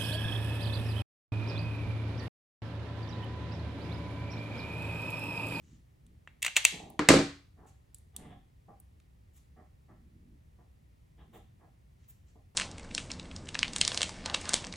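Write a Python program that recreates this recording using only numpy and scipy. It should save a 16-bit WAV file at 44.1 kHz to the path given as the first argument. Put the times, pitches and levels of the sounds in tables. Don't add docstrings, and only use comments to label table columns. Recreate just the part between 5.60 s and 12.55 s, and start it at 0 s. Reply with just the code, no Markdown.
import sys
import numpy as np
from scipy import signal
from scipy.fft import rfft, irfft, next_fast_len
from scipy.io import wavfile
from scipy.ndimage import uniform_filter1d, map_coordinates

SR = 44100
rng = np.random.default_rng(int(sys.argv[2]) if len(sys.argv) > 2 else 0)


def log_audio(samples):
    frames = np.atleast_2d(samples).T
    limited = np.clip(frames, -1, 1)
    pcm = np.round(limited * 32767).astype(np.int16)
    wavfile.write(sys.argv[1], SR, pcm)


N = 306495

# start_s, level_db, slip_decay_s, tilt_db_per_octave
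JAW_SNAPS = [(.6745, -44.5, 0.00093, -12), (.827, -23.5, 0.0024, 4.5), (.847, -25, 0.0033, -0.5),
             (.863, -23, 0.0032, 1), (.879, -30.5, 0.0044, -4.5), (0.965, -13, .007, 0),
             (1.0503, -10, 0.0018, 2.5)]
# frequency_hz, level_db
JAW_SPECTRUM = [(150, -31), (400, -23), (650, -15), (1200, -13.5), (1500, -11.5), (2000, -1.5), (2800, 0),
                (3700, -8), (5200, -18), (6400, -8.5), (7700, -8), (10000, -18), (16000, -18.5)]
# frequency_hz, level_db, t60_s
STEEL_MODES = [(1922, -6, .05), (2313, -4, .05), (2662, 4, .07), (2790, 1, .06), (3306, -5, .06),
               (3865, -12, .06), (6438, -10, .05), (7600, -7, .04)]
# start_s, shell_clack_db, weight_thud_db, tilt_db_per_octave
TOOL_LANDINGS = [(1.3921, -21, -23.5, -6), (1.4873, -7.5, -12.5, .5), (1.5004, -17, -10, -3),
                 (1.517, -23.5, -26, 0.5), (1.536, -21, -14, -2), (1.56, -26.5, -16.5, -2),
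                 (1.586, -31.5, -23, -3)]
# frequency_hz, level_db
SHELL_SPECTRUM = [(100, -23), (400, -7), (800, -4), (1200, 1), (2200, 1.5), (3500, -5), (5500, -8),
                  (8000, -4.5), (10500, -18), (16000, -28)]
# frequency_hz, level_db, t60_s
WOOD_MODES = [(159, -2, .3), (212, -5, .22), (282, 3, .35), (320, -1, .25), (345, 0, .24), (376, -4, .27),
              (433, -4, .3), (478, -4, .25), (532, -3, .3), (643, -5, .2), (773, -12, .25),
              (1168, -17, .25), (1616, -12, .23), (2341, -14, .25)]
# frequency_hz, level_db
THUD_SPECTRUM = [(25, -28.5), (50, -10), (100, -6), (150, 0), (290, 1.5), (400, 0), (540, -5), (800, -14.5),
                 (1500, -25), (4000, -48)]
# start_s, level_db, tilt_db_per_octave
WIRE_TICKS = [(.465, -64, -2), (1.301, -43, 17.5), (2.3452, -43.5, 4.5), (2.3842, -57, 10),
              (2.5636, -35.5, 3), (3.2004, -47.5, 18), (3.4004, -65.5, -9.5)]
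# frequency_hz, level_db
WIRE_SPECTRUM = [(500, -28), (2200, -17.5), (3500, -3.5), (5200, -12.5), (8000, 2), (11000, -2),
                 (16000, -11.5)]
# start_s, level_db, length_s, upper_edge_hz
HAND_BRUSHES = [(1.12, -47.5, .05, 1030), (1.185, -46, 0.047, 920), (1.22, -54, 0.093, 1050),
                (1.31, -59, 0.065, 700), (1.96, -60, 0.1, 1700), (2.53, -58.5, 0.2, 3630),
                (3.08, -52, 0.029, 1397), (3.96, -59, 0.054, 1900), (4.28, -58, 0.041, 1996),
                (4.98, -65.5, 0.035, 1600), (5.57, -60, 0.055, 3700), (5.725, -56.5, 0.042, 3900),
                (5.985, -63.5, 0.062, 1897), (6.754, -61, 0.025, 1000)]
# frequency_hz, level_db
BRUSH_SPECTRUM = [(60, -11.5), (170, 4), (280, 1), (400, -1), (580, -7), (770, 1.5), (900, -9), (1080, -8),
                  (1450, -17), (1850, -10.5), (2400, -18.5), (3500, -14), (8000, -86)]
# start_s, level_db, length_s
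SKIN_SLIDES = [(0, -76, 0.16), (2.06, -67, 0.038), (3.727, -63, 0.054), (5.723, -60, 0.056),
               (6.376, -80, 0.072), (6.477, -54.5, 0.033), (6.659, -75.5, 0.048)]
# frequency_hz, level_db
SLIDE_SPECTRUM = [(300, -19), (1500, -10), (2900, -7), (4800, -15.5), (7300, -2), (10000, -8.5),
                  (16000, 20.5)]
# start_s, level_db, length_s
LOW_SWELLS = [(0, -63, .14), (.42, -62, .09), (2.561, -55, .19), (4.27, -63, .53), (5.55, -64, .27)]
# frequency_hz, level_db
SWELL_SPECTRUM = [(60, -9.5), (150, -7.5), (230, -5), (330, -13), (600, -9)]
# frequency_hz, left_lead_rad
PORT_LEAD = [(600, 0), (3700, .1), (4500, -1), (6000, -.4), (7800, -.8), (10000, -1.35), (13000, -2.5),
             (16000, -2.65)]
# frequency_hz, level_db
SIDE_SCATTER = [(150, -36.5), (350, -21), (700, -10.5), (1500, -15), (3000, -10), (8000, -9.5)]
# frequency_hz, t60_s
ROOM_DECAY = [(60, .45), (250, 0.16), (1000, 0.37), (4000, .42), (9000, 0.35), (15000, 0.35)]
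# frequency_hz, level_db
WALL_SPECTRUM = [(200, -0.5), (600, 1), (1300, 0.5), (2800, -1.5), (4500, 5), (7500, -2.5), (12000, -1.5),
                 (13500, -15)]
# frequency_hz, side_over_mid_db
ROOM_WIDTH = [(80, -29.5), (180, -21), (350, -11), (700, -2.5), (1400, -3), (3000, -3), (6000, -4.5),
              (10000, -0.5), (13000, 11.5)]
# frequency_hz, level_db
AIR_SPECTRUM = [(12, -50.5), (20, -22), (38, -10), (65, 1.5), (123, -7), (154, -11), (248, -21.5),
                (301, -24), (678, -36), (1610, -42), (1860, -37.5), (3740, -44), (11800, -49.5),
                (13500, -54), (16000, -52)]
# frequency_hz, side_over_mid_db
AIR_WIDTH = [(60, -22.5), (170, -6.5), (350, -1), (700, 7.5), (1400, 1.5), (3000, -2.5), (6000, -6),
             (10000, -0.5), (13500, 13.5)]

LOADED_DB = -35
STRAIN_LEAD_S, STRAIN_SLIP_S = .007, .006
STRAIN_UNDER_DB, STRAIN_MAX_DB = 12, -34.5
JAW_RING_DB = -8
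CONTACT_S, CONTACT_GROWS = .0035, 0.16
THUD_LAG_S, PUSH_S = 0.0022, .003
NOSE_HZ, NOSE_T60_S, NOSE_DB = 301, 0.16, -18
TICK_S = .0018
FIRM_DB, FIRM_EDGE_HZ, DB_PER_OCTAVE = -56, 15100, 19.5
SWELL_EDGE_HZ = 340
PRESSURE_DB, PRESSURE_PER_S = 2.2, 45
RISE_MAX_S, SWEEP_S = .035, 0.069
TOP_HZ = 16200


def amp(db):
    return 10 ** (np.asarray(db) / 20)


def unit(x):
    return x / np.sqrt(np.mean(x ** 2) + 1e-20)


def along(points, hz):
    point_hz, values = np.transpose(points)
    return np.interp(np.log(hz + 1), np.log(point_hz), values)


def filtered(x, response):
    n = x.shape[-1]
    m = next_fast_len(n + 8192)
    return irfft(rfft(x, m) * response(np.fft.rfftfreq(m, 1 / SR)), m)[..., :n]


def add(track, s, x):
    i = max(round(s * SR), 0)
    track[i:i + len(x)] += x[:N - i]


def knock(colour, tilt_db, size=4096):
    hz = np.fft.rfftfreq(size, 1 / SR)
    tilt = tilt_db * np.log2(np.maximum(hz, 1500) / 1500)
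    cepstrum = irfft(np.log(amp(along(colour, hz) + tilt)))
    folded = 2 * cepstrum[:size // 2] * (np.arange(size // 2) > 0)
    impulse = irfft(np.exp(rfft(folded, size)))
    return impulse / np.linalg.norm(impulse)


def ring(modes):
    t = np.arange(SR // 3) / SR
    x = np.zeros(len(t))
    for hz, db, t60 in modes:
        decay = amp(db + rng.normal(0, 1.5) - 60 * t / t60)
        x += decay * np.sin(2 * np.pi * (hz * t + rng.random()))
    x = x * (1 - np.exp(-t / 0.00044))
    return x / np.linalg.norm(x)


def contact(colour, length, tilt_db):
    t = np.arange(SR // 3) / SR
    slips = rng.standard_normal(len(t)) * np.exp(-t / length) * (1 - np.exp(-t / .0005))
    x = signal.fftconvolve(slips, knock(colour, tilt_db))[:len(t)]
    return x / np.linalg.norm(x)


def strike(db):
    return amp(db) * np.sqrt(.003 * SR)


def clicks(rows, colour, modes=None, ring_db=0):
    direct, around = np.zeros(N), np.zeros(N)
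    for s, db, length, tilt_db in rows:
        ringing = amp(ring_db) * ring(modes) if modes else 0
        add(direct, s, strike(db) * (contact(colour, length, tilt_db) + ringing))
        add(around, s + length, strike(db) * knock(colour, tilt_db))
        if modes:
            add(around, s, strike(db) * ringing)
    return direct, around


def jaws():
    creeps = []
    for s, db, _, tilt_db in JAW_SNAPS:
        if db > LOADED_DB:
            creep_db = min(db - STRAIN_UNDER_DB, STRAIN_MAX_DB)
            creeps.append((s - STRAIN_LEAD_S, creep_db, STRAIN_SLIP_S, tilt_db))
    return clicks(list(JAW_SNAPS) + creeps, JAW_SPECTRUM, STEEL_MODES, ring_db=JAW_RING_DB)


def shell():
    hardest_s = max(TOOL_LANDINGS, key=lambda row: row[1])[0]
    clacks = []
    for s, db, _, tilt_db in TOOL_LANDINGS:
        length = CONTACT_S + CONTACT_GROWS * max(s - hardest_s, 0)
        clacks.append((s, db, length, tilt_db))
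    return clicks(clacks, SHELL_SPECTRUM)


def bench(ring_db):
    direct, around = np.zeros(N), np.zeros(N)
    for s, _, db, _ in TOOL_LANDINGS:
        thud = contact(THUD_SPECTRUM, PUSH_S, 0) + amp(ring_db) * ring(WOOD_MODES)
        add(direct, s + THUD_LAG_S, strike(db) * thud)
        add(around, s + THUD_LAG_S + PUSH_S, strike(db) * knock(THUD_SPECTRUM, 0))
    nose = ring([(NOSE_HZ, 0, NOSE_T60_S)])
    add(direct, TOOL_LANDINGS[0][0] + THUD_LAG_S, strike(NOSE_DB) * nose)
    return direct, around


def wire():
    return clicks([(s, db, TICK_S, tilt_db) for s, db, tilt_db in WIRE_TICKS], WIRE_SPECTRUM)


def rubs(rows, colour, grain_db, release):
    track, t = np.zeros(N), np.arange(SR // 2) / SR
    for s, db, length, edge_hz in rows:
        rise = RISE_MAX_S * min(length / SWEEP_S, 1) ** 2
        slow_noise = uniform_filter1d(rng.standard_normal(len(t)), size=120)
        grain = amp(grain_db * unit(slow_noise))
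        x = filtered(grain * rng.standard_normal(len(t)),
                     lambda hz: amp(along(colour, hz)) / np.sqrt(1 + (hz / edge_hz) ** 14))
        stroke = np.minimum(t / rise, 1) * np.exp(-np.maximum(t - length, 0) / release)
        pressure = map_coordinates(rng.standard_normal(len(t)), [t * PRESSURE_PER_S], order=1)
        add(track, s, amp(db + PRESSURE_DB * pressure) * unit(x) * stroke)
    return track


def soft_sounds():
    brushes = rubs(HAND_BRUSHES, BRUSH_SPECTRUM, grain_db=2.5, release=0.008)
    strokes = []
    for s, db, length in SKIN_SLIDES:
        edge_hz = FIRM_EDGE_HZ * 2 ** min((db - FIRM_DB) / DB_PER_OCTAVE, 0)
        strokes.append((s, db, length, edge_hz))
    slides = rubs(strokes, SLIDE_SPECTRUM, grain_db=2.5, release=0.0042)
    swell_rows = [(*row, SWELL_EDGE_HZ) for row in LOW_SWELLS]
    swells = rubs(swell_rows, SWELL_SPECTRUM, grain_db=0, release=0.046)
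    return brushes + slides + swells


def at_ports(x):
    opposite = np.array([[1], [-1]])
    direct = filtered(x, lambda hz: np.exp(.5j * along(PORT_LEAD, hz) * opposite))
    t = np.arange(SR // 50) / SR
    scatter = rng.standard_normal(len(t)) * np.exp(-t / 0.0043)
    scattered = signal.oaconvolve(x, scatter / np.linalg.norm(scatter))[:N]
    side = filtered(scattered, lambda hz: amp(along(SIDE_SCATTER, hz)))
    return direct + np.array([side, -side])


def diffuse(pair, width):
    def shares(hz):
        side = amp(along(width, hz))
        return np.array([np.ones_like(side), side]) / np.sqrt(1 + side ** 2)
    mid, side = filtered(pair, shares)
    return np.array([mid + side, mid - side])


def reverb(x):
    hz, t, z = signal.stft(rng.standard_normal((2, SR * 3 // 5)), SR, nperseg=256)
    decay_db = along(WALL_SPECTRUM, hz)[:, None] - 60 * t / along(ROOM_DECAY, hz)[:, None]
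    _, pair = signal.istft(z * amp(decay_db), SR, nperseg=256)
    tail = diffuse(pair, ROOM_WIDTH)
    tail_s = np.arange(tail.shape[1]) / SR
    tail = tail * (1 - np.exp(-(tail_s / 0.0025) ** 2))
    return signal.oaconvolve(x[None], tail / np.linalg.norm(tail[0]), axes=1)[:, :N]


def room_noise(level_db):
    mid, side = filtered(rng.standard_normal((2, N)), lambda hz: amp(along(AIR_SPECTRUM, hz)))
    side = filtered(side, lambda hz: amp(along(AIR_WIDTH, hz)))
    return amp(level_db) * unit(np.array([mid + side, mid - side]))


def scene():
    snaps, snaps_around = jaws()
    clacks, clacks_around = shell()
    thump, thump_around = bench(ring_db=0.0)
    ticks, ticks_around = wire()
    soft = soft_sounds()
    direct = at_ports(snaps + clacks + thump + ticks + amp(-2) * soft)
    held = amp(-12.5) * snaps_around + amp(-11.5) * ticks_around
    roomy = amp(-5.5) * clacks_around + amp(-4) * thump_around + amp(-2.5) * soft
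    return direct + reverb(held) + reverb(roomy) + room_noise(level_db=-59.5)


def record(dry):
    return filtered(np.clip(dry, -1, 1), lambda hz: 1 / np.sqrt(1 + (hz / TOP_HZ) ** 200))


dry = scene()
out = record(dry)
log_audio(out)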